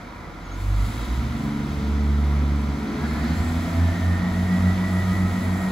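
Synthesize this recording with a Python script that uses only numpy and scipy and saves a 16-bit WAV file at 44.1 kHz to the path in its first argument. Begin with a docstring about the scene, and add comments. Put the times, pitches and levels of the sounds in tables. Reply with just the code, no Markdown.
"""A low idling roar, a brief squeak, then diesels revving up: a railcar set opens up at a night platform.
Three underfloor engines come in one after another over two throttle notches; their firing notes beat,
the exhaust colours the overtones, uneven cylinders add lines between them. Gears whine, a turbocharger
winds up, valves clatter, exhaust and fans roar, air hisses. A phone listens from behind the last car."""
import sys
import numpy as np
from scipy import signal
from scipy.fft import rfft, irfft, next_fast_len
from scipy.io import wavfile
from scipy.ndimage import uniform_filter1d

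SR = 44100
rng = np.random.default_rng(int(sys.argv[2]) if len(sys.argv) > 2 else 0)


def log_audio(samples):
    """Write samples as a 16-bit WAV file to the path given in sys.argv[1]."""
    # one column per channel
    frames = np.atleast_2d(samples).T
    # limit to full scale, then quantise
    limited = np.clip(frames, -1, 1)
    pcm = np.round(limited * 32767).astype(np.int16)
    wavfile.write(sys.argv[1], SR, pcm)


N = 251811
TIME_S = np.arange(N) / SR

# throttle notches: start/s, rise/s, settling/s
THROTTLE = [(.42, 0.45, 0.43), (2.72, 0.44, 0.7)]
# per layer: idle level/dB, then per notch (lag/s, settled level/dB, overshoot/dB)
THROTTLE_RESPONSE = {"rumble": (-45.5, (0, -35.5, -2), (-0.09, -38, 7)),
                     "roar": (-41.5, (0.043, -38.5, 0.46), (-0.06, -37.5, 0.92)),
                     "load": (-59, (0.12, -46, -7), (0.055, -39, -1.6)),
                     "rush": (-55, (-0.0015, -48.5, 0.33), (0.13, -46, 0.24)),
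                     "deep": (-44, (0, -40.5, 4.1), (0.061, -36, 1)), "shaft": (-61, (0.21, -39, 4.4),
                     (.2, -41, 0))}
# noise spectra: f/Hz, relative density/dB
DEEP_SPECTRUM = [(15, -30), (28, -18), (40, -12), (55, -3), (85, -2), (115, -9), (150, -6), (200, -3),
                 (240, -33)]
RUMBLE_SPECTRUM = [(170, -12), (200, -1.5), (250, 3), (300, -1.5), (340, -5), (420, -14), (520, -31)]
ROAR_SPECTRUM = [(350, -7), (480, -3), (560, -4), (700, 0), (820, -2.5), (970, 2.5), (1150, -1.5),
                 (1400, -0.5), (1600, -6.5), (1800, -8.5), (2050, -4), (2400, -7.5), (2700, -35)]
LOAD_SPECTRUM = [(500, -8), (600, -2.5), (660, 2.5), (730, -1), (850, -2.5), (1100, -19), (1290, -14.5),
                 (1450, -6.5), (1650, -12), (1900, -3.5), (2200, -9.5), (2600, -21)]
RUSH_SPECTRUM = [(2000, -50), (2500, 2.5), (2800, -1.5), (3200, 1.5), (3900, 0.5), (5000, -4), (5700, -5.5),
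                 (6300, -4), (7000, -22.5)]
HISS_SPECTRUM = [(5500, -18), (6500, -3), (7500, 1.5), (8300, -1), (9500, -4.5), (11000, -2), (13000, -4),
                 (15000, -11), (16500, -5)]
RASP_SPECTRUM = [(1200, -20), (1400, 4), (1480, 7), (1560, -7), (1700, 1), (1850, -4), (2000, 4),
                 (2120, -3), (2300, -10), (3500, -24), (4100, -9), (4700, -11), (5300, -24)]
CLATTER_SPECTRUM = [(600, -12), (800, -2), (1050, -3), (1350, 3), (1650, -6), (2150, 0), (2600, -14),
                    (4000, -7), (5000, -22)]
# air hiss: t/s, level/dB
HISS_ENVELOPE = [(0, -64), (.52, -63), (.62, -52.5), (.85, -49.5), (1.15, -53), (1.6, -55.5), (2.2, -56.5),
                 (2.85, -56), (3.2, -52.5), (3.45, -49), (3.7, -50.5), (4.2, -52.5), (4.8, -50), (5.3, -49),
                 (5.71, -50)]
# noise swells: start/s, attack/s, hold/s, release/s, level/dB
RASP_SWELL = (2.8, .36, .14, .3, -41)
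CLATTER_SWELL = (.55, .3, .2, .8, -45)
# idling machinery: f/Hz, level/dB
IDLE_TONES = [(329, -52), (479, -60), (718, -58), (958, -57), (1435, -59)]
# single tones: t/s, f/Hz, level/dB
HUM_TRACK = [(1.05, 50.5, -32), (1.22, 51.8, -35), (1.5, 49.7, -43), (2.3, 50.44, -47), (2.75, 50, -43),
             (5.71, 50, -43.5)]
DRONE_TRACK = [(.85, 118, -40), (1.03, 122.1, -40), (1.27, 119.8, -30.5), (1.5, 120, -46)]
HELD_SPEED_TRACK = [(1.3, 415, -49), (1.7, 430, -49.5), (1.92, 440.5, -42.5), (2.45, 432, -48),
                    (2.6, 429, -50), (2.78, 425.6, -45.5), (3, 423.3, -40)]
SQUEAK_TRACK = [(.41, 6740, -74), (.46, 6660, -57), (.5, 6640, -62), (.54, 6540, -61), (.6, 6360, -67),
                (.75, 6330, -65), (.9, 6340, -66), (1.15, 6320, -72)]
TURBO_TRACK = [(3.15, 7100, -72), (3.31, 7380, -66), (3.38, 7530, -55), (3.47, 7750, -58), (3.6, 8050, -66),
               (4.1, 9050, -66), (4.6, 9550, -62), (5.71, 10150, -64)]
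GEAR_HIGH_TRACK = [(2.97, 1620, -51), (3.05, 1660, -46), (3.2, 1745, -50), (3.35, 1830, -46),
                   (3.6, 1865, -50), (3.87, 1885, -54), (3.95, 1893, -42), (4.1, 1905, -48),
                   (4.25, 1914, -42), (4.35, 1920, -42), (4.44, 1927, -46), (4.54, 1936, -39),
                   (4.7, 1945, -40), (4.85, 1951, -38), (5, 1955, -42), (5.14, 1956, -39),
                   (5.24, 1958, -37), (5.31, 1959, -54), (5.38, 1960, -40), (5.44, 1961, -41),
                   (5.5, 1962, -52), (5.71, 1965, -54)]
GEAR_LOW_TRACK = [(3.74, 1745, -56), (3.8, 1762, -45), (3.95, 1792, -49), (4.07, 1818, -41),
                  (4.24, 1832, -43), (4.32, 1838, -48), (4.5, 1852, -44), (4.75, 1868, -52),
                  (4.95, 1880, -44), (5.25, 1881, -48), (5.35, 1881, -41), (5.43, 1881, -49),
                  (5.58, 1882, -39), (5.71, 1882, -41)]
# tone pair under load: t/s, lower f/Hz, lower level/dB, upper level/dB
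LOAD_TRACK = [(3.4, 650, -63, -70), (3.7, 653, -42, -65), (4.1, 662, -48.5, -69), (4.5, 650, -50, -56),
              (4.9, 650, -46, -50), (5.3, 652, -53, -46), (5.71, 663, -45.5, -57)]
# engines: t/s, firing f/Hz, fundamental level/dB, overtone level ahead of the exhaust/dB
ENGINE_1 = [(0, 46, -47, -70), (.42, 44.5, -43, -52), (.6, 47.8, -30, -46), (.7, 49, -22, -43),
            (.82, 50, -20, -47), (.91, 52.5, -33, -46), (1.18, 65.5, -24, -40), (1.33, 70.8, -30, -33),
            (1.45, 71.3, -40, -20.5), (1.62, 71.5, -42, -21), (1.75, 71.8, -30, -25), (1.9, 72.1, -21, -22),
            (2.1, 72.6, -19, -21.5), (2.25, 72.3, -20, -24.5), (2.5, 71.9, -21, -23), (2.74, 71, -28, -26),
            (2.9, 70, -46, -27), (3.06, 73.5, -36, -30), (3.3, 83.8, -35, -27), (3.41, 84.3, -19, -34),
            (3.52, 86, -34, -33), (3.62, 86.9, -27, -30), (3.85, 88.4, -22, -30), (4.35, 91.2, -29, -26),
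            (4.68, 92.5, -21.5, -22), (4.92, 93.13, -27, -22), (5.1, 93.6, -23, -22),
            (5.35, 93.9, -26, -25), (5.55, 94.1, -28, -21), (5.71, 94.2, -34, -21)]
ENGINE_2 = [(1.22, 76.5, -45, -30), (1.4, 77.5, -41, -29), (1.65, 78.8, -46, -36), (2.35, 78.3, -47, -43),
            (2.8, 77.8, -45, -29), (3.25, 77.2, -37, -25), (3.55, 82.75, -33, -25), (3.85, 84.85, -26, -22),
            (4.1, 86.25, -25, -29), (4.35, 87.65, -34, -29), (4.68, 88.95, -28, -24),
            (4.9, 89.53, -37, -28), (5.1, 90.05, -37, -26), (5.35, 90.3, -31, -28), (5.58, 90.55, -34, -32),
            (5.71, 90.65, -36, -28)]
ENGINE_3 = [(3.04, 74.6, -23, -42), (3.15, 71.95, -28, -24), (3.45, 72.9, -30, -29), (3.65, 74, -48, -33)]
# engine 1 even harmonics: t/s, 2nd gain/dB, 4th gain/dB
EVEN_HARMONICS = [(.5, 2, -10), (.7, 3.5, -6), (1.1, -1.5, -11), (1.3, -1.5, 9), (1.55, -6, 6),
                  (1.75, -1, 1.5), (1.92, -12.5, 1.5), (2.1, -1, -2), (2.35, 1, -5), (2.6, -2, 6),
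                  (2.75, 0, 5), (2.9, -19, 4), (3.02, 9.5, -5), (3.15, -3, -5), (3.32, 11, 5),
                  (3.65, -2.5, -4), (4.05, 1.5, 4), (4.25, 2.5, 0), (4.55, 4, 4), (4.75, -2, 5)]
# pipe and platform response: f/Hz, gain/dB
EXHAUST_RESPONSE = [(88, 1), (101, 17.5), (115, 2.5), (132, 1), (144, -6.5), (157, -17.5), (168, -9),
                    (186, -1), (199, -1.5), (214, -8), (251, -5.5), (262, -19.5), (278, -26), (288, -18),
                    (312, -35), (400, -38)]
# lines of uneven cylinders: multiples of the shaft rate
ORDERS = (7, 9, 10, 11, 12, 14)
# rows for engines 1 and 2: gain/dB per order
ORDER_GAINS_DB = [(-11.5, -15, -5, -13.5, -14, -9), (-4, -5, -6, -3, -8.5, -18)]
# engine 2 order 8, favoured by the exhaust: t/s, level/dB
ORDER_8_ENVELOPE = [(3.6, -42), (3.8, -36), (4.3, -32), (4.65, -33), (4.9, -40), (5.1, -48), (5.42, -31.5),
                    (5.71, -45)]
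# microphone ports: f/Hz, coherence/0-1, right lead/rad, left minus right/dB
PORT_RESPONSE = [(60, 0.94, -0.088, -1.5), (286, 0.96, -0.18, 0), (676, 0.59, 0.21, 1),
                 (1460, 0.52, -0.41, -1.5), (2160, 0.44, -0.68, -2), (3000, 0.5, -0.81, 4.5),
                 (3920, 1, -0.5, 0.5), (4840, 0.52, -0.73, 5), (5850, 0, 0.21, 3), (7200, 1, 0.15, -0.5),
                 (16000, 1, 0.011, 0.5)]

OPPOSED_S = 4.245  # engines 1 and 2 fire in opposition here
RIPPLE_SPACING_HZ, RIPPLE_SPREAD_DB = 45, 2.5


def undb(db):
    """Decibels to gain."""
    return np.exp(np.asarray(db) * np.log(10) / 20)


def walk(rate_hz):
    """Random steps, smoothed twice; spread near 1."""
    hold = int(SR / rate_hz)
    steps = np.repeat(rng.standard_normal(N // hold + 1), hold)
    return 1.365 * uniform_filter1d(uniform_filter1d(steps, hold), hold)[:N]


def curves(table, fade_s=.08):
    """Gate over the table's time span, and its columns at every sample."""
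    t_s, *columns = np.transpose(table)
    gate = np.interp(TIME_S, [t_s[0] - fade_s, t_s[0], t_s[-1], t_s[-1] + fade_s], [0, 1, 1, 0])
    return gate, [np.interp(TIME_S, t_s, column) for column in columns]


def partials(hz, levels_db, multiples, waver, flutter_db, rate_hz, offset_turns=0.):
    """Partials and base phase in turns; platform echoes make each flutter, here at random."""
    turns = np.cumsum(hz * (1 + waver * walk(rate_hz))) / SR
    turns = turns - turns[int(OPPOSED_S * SR)] + offset_turns
    lines = sum(undb(db + flutter_db * walk(rate_hz)) * np.sin(2 * np.pi * k * turns)
                for k, db in zip(multiples, levels_db))
    return np.sqrt(2) * lines, turns


def tones(track, multiples=(1,), waver=0., flutter_db=2.5, rate_hz=20):
    """Lines following a pitch and level track."""
    gate, (hz, *levels_db) = curves(track)
    return gate * partials(hz, levels_db, multiples, waver, flutter_db, rate_hz)[0]


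def noise(spectrum, flicker_db, rate_hz, ripple=False):
    """Two independent flickering noises, rms near 1; fine random spectral ripple makes them ring."""
    size = next_fast_len(N)
    hz, db = np.transpose(spectrum)
    bins_hz = np.arange(1, size // 2 + 2) * SR / size
    gain = undb(np.interp(np.log(bins_hz), np.log(hz), db, left=-90, right=-90))
    ripple_hz = np.arange(0, SR / 2, RIPPLE_SPACING_HZ)
    ripple_db = RIPPLE_SPREAD_DB * np.interp(bins_hz, ripple_hz, rng.standard_normal(len(ripple_hz)))
    white = rfft(rng.standard_normal((2, size)))
    pair = irfft(white * gain * undb(ripple * ripple_db), size)[:, :N]
    return pair / pair.std() * undb(flicker_db * walk(rate_hz))


def swell(shape):
    """Trapezoid gain envelope."""
    *spans_s, level_db = shape
    return undb(level_db) * np.interp(TIME_S, np.cumsum(spans_s), [0, 1, 1, 0])


def throttle_gain(layer):
    """A layer's gain: ramps at each notch, over- or undershoots, settles."""
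    db, *steps = THROTTLE_RESPONSE[layer]
    before_db = db
    for (start_s, rise_s, settle_s), (lag_s, after_db, overshoot_db) in zip(THROTTLE, steps):
        age_s = TIME_S - start_s - lag_s
        settling = np.exp(-np.maximum(age_s - rise_s, 0) / settle_s)
        db = db + np.clip(age_s / rise_s, 0, 1) * (after_db - before_db + overshoot_db * settling)
        before_db = after_db
    return undb(db)


def idle_machinery():
    """Faint steady lines."""
    return sum(tones([(0, hz, db), (N / SR, hz, db)], waver=.00982, flutter_db=3, rate_hz=12)
               for hz, db in IDLE_TONES)


def hums():
    """Low hum, short drone in the first rev, and a tone while engine 1 holds speed."""
    return tones(HUM_TRACK) + tones(DRONE_TRACK) + tones(HELD_SPEED_TRACK)


def air_hiss():
    """Treble noise of escaping air."""
    _, (level_db,) = curves(HISS_ENVELOPE)
    return undb(level_db) * noise(HISS_SPECTRUM, flicker_db=.7, rate_hz=15)


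def squeak():
    """Brief falling squeak with a faint tail."""
    return tones(SQUEAK_TRACK, waver=.006, flutter_db=4, rate_hz=90)


def load_whine():
    """Two faint lines singing under load, just under an octave apart."""
    return tones(LOAD_TRACK, multiples=(1, 1.945), waver=.0081)


def turbocharger():
    """Whistle rising as the rotor winds up."""
    return tones(TURBO_TRACK, waver=.006, flutter_db=3, rate_hz=150)


def gears(throb_hz=6.6, throb_peak_s=4.85):
    """Gear whines of two engines; the higher throbs."""
    throb = 1 + .55 * np.cos(2 * np.pi * throb_hz * (TIME_S - throb_peak_s))
    high = tones(GEAR_HIGH_TRACK, waver=.0025, flutter_db=1.5, rate_hz=45)
    low = tones(GEAR_LOW_TRACK, waver=.0025, flutter_db=1.8, rate_hz=50)
    return throb * high + low


def load_rasp():
    """Gas and gear noise swelling as the engines take the load."""
    return swell(RASP_SWELL) * noise(RASP_SPECTRUM, flicker_db=.5, rate_hz=20, ripple=True)


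def valve_clatter(firing):
    """Valve noise in the first rev, pulsing with each firing."""
    clatter = noise(CLATTER_SPECTRUM, flicker_db=.5, rate_hz=20, ripple=True)
    return swell(CLATTER_SWELL) * (1 + .28 * firing) * clatter


def exhaust_and_fans(firing):
    """Noise bands following the throttle; roar and rush throb slightly with each firing."""
    deep = throttle_gain("deep") * noise(DEEP_SPECTRUM, flicker_db=2, rate_hz=5.99)
    rumble = throttle_gain("rumble") * noise(RUMBLE_SPECTRUM, flicker_db=-.5, rate_hz=5.9)
    roar = throttle_gain("roar") * noise(ROAR_SPECTRUM, flicker_db=.59, rate_hz=7, ripple=True)
    load = throttle_gain("load") * noise(LOAD_SPECTRUM, flicker_db=.5, rate_hz=7)
    rush = throttle_gain("rush") * noise(RUSH_SPECTRUM, flicker_db=.65, rate_hz=6.2)
    return deep + rumble + (1 + .027 * firing) * roar + load + (1 + .042 * firing) * rush


def uneven_cylinders(firing_turns, gains_db, flutter_db=2.5):
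    """Unequal cylinders repeat once a shaft turn, every three firings."""
    shaft_turns = firing_turns / 3
    lines = sum(undb(db + flutter_db * walk(6)) * np.sin(2 * np.pi * (k * shaft_turns + rng.random()))
                for k, db in zip(ORDERS, gains_db))
    return throttle_gain("shaft") * lines


def eighth_order(firing_turns, flutter_db=1.5):
    """The shaft order that the exhaust favours."""
    gate, (level_db,) = curves(ORDER_8_ENVELOPE)
    line = np.sqrt(2) * np.sin(2 * np.pi * 8 / 3 * firing_turns)
    return gate * undb(level_db + flutter_db * walk(10)) * line


def engine(track, second_db=0., fourth_db=0., offset_turns=0.):
    """Firing note with exhaust-coloured overtones, and firing phase in turns."""
    gate, (hz, note_db, overtone_db) = curves(track)
    pipe_hz, pipe_db = np.transpose(EXHAUST_RESPONSE)
    levels_db = [note_db]
    for k, trim_db in (2, second_db), (3, 0), (4, fourth_db):
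        levels_db.append(overtone_db + np.interp(np.log(k * hz), np.log(pipe_hz), pipe_db) + trim_db)
    note, turns = partials(hz, levels_db, (1, 2, 3, 4), waver=0, flutter_db=.8, rate_hz=14,
                           offset_turns=offset_turns)
    return gate * note, turns


def engines(pull_start_s=3.5, pull_rise_s=.49):
    """Three beating diesels, and engine 1's firing phase; engine 2's orders enter as it pulls."""
    _, (second_db, fourth_db) = curves(EVEN_HARMONICS)
    note_1, turns_1 = engine(ENGINE_1, second_db, fourth_db)
    note_2, turns_2 = engine(ENGINE_2, offset_turns=.524)
    pulling = np.clip((TIME_S - pull_start_s) / pull_rise_s, 0, 1)
    orders = eighth_order(turns_2) + uneven_cylinders(turns_1, ORDER_GAINS_DB[0])
    orders += pulling * uneven_cylinders(turns_2, ORDER_GAINS_DB[1])
    note_3, _ = engine(ENGINE_3, second_db=-9)
    return note_1 + note_2 + note_3 + orders, turns_1


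def microphone_ports(direct, diffuse, wrap_from_hz=6930, wrap_every_hz=4210):
    """Stereo pair: direct sound enters both ports alike, diffuse sound with opposite sign."""
    margin = 2048
    size = next_fast_len(N + 2 * margin)
    direct, diffuse = (rfft(np.pad(x, margin, mode="reflect"), size) for x in (direct, diffuse))
    bins_hz = np.arange(1, size // 2 + 2) * SR / size
    hz, *columns = np.transpose(PORT_RESPONSE)
    coherence, lead_rad, pan_db = (np.interp(np.log(bins_hz), np.log(hz), c) for c in columns)
    coherence = np.clip(coherence, 0, 1)
    # the path round the phone turns the treble phase
    lead_rad += 2 * np.pi * np.maximum(bins_hz - wrap_from_hz, 0) / wrap_every_hz
    side = np.array([[1], [-1]])
    pair = np.sqrt((1 + coherence) / 2) * direct + side * np.sqrt((1 - coherence) / 2) * diffuse
    pair = pair * undb(side * pan_db / 2) * np.exp(-.5j * side * lead_rad)
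    return irfft(pair, size)[:, margin:margin + N]


def scene(echo_s=.025, echo_db=-11):
    """All sources at the two ports; the platform walls echo the whines."""
    notes, turns = engines()
    notes += hums()
    firing = np.cos(2 * np.pi * turns)
    whines = gears() + turbocharger() + squeak() + load_whine() + idle_machinery()
    direct, diffuse = exhaust_and_fans(firing) + air_hiss() + load_rasp() + valve_clatter(firing)
    echo = undb(echo_db) * np.roll(whines, int(echo_s * SR))
    return microphone_ports(direct + notes + whines, diffuse + echo)


def record(dry, cutoff_hz=15730):
    """The phone's steep low-pass."""
    return signal.sosfilt(signal.ellip(16, .2, 80, cutoff_hz, fs=SR, output="sos"), dry)


dry = scene()
out = record(dry)
log_audio(out)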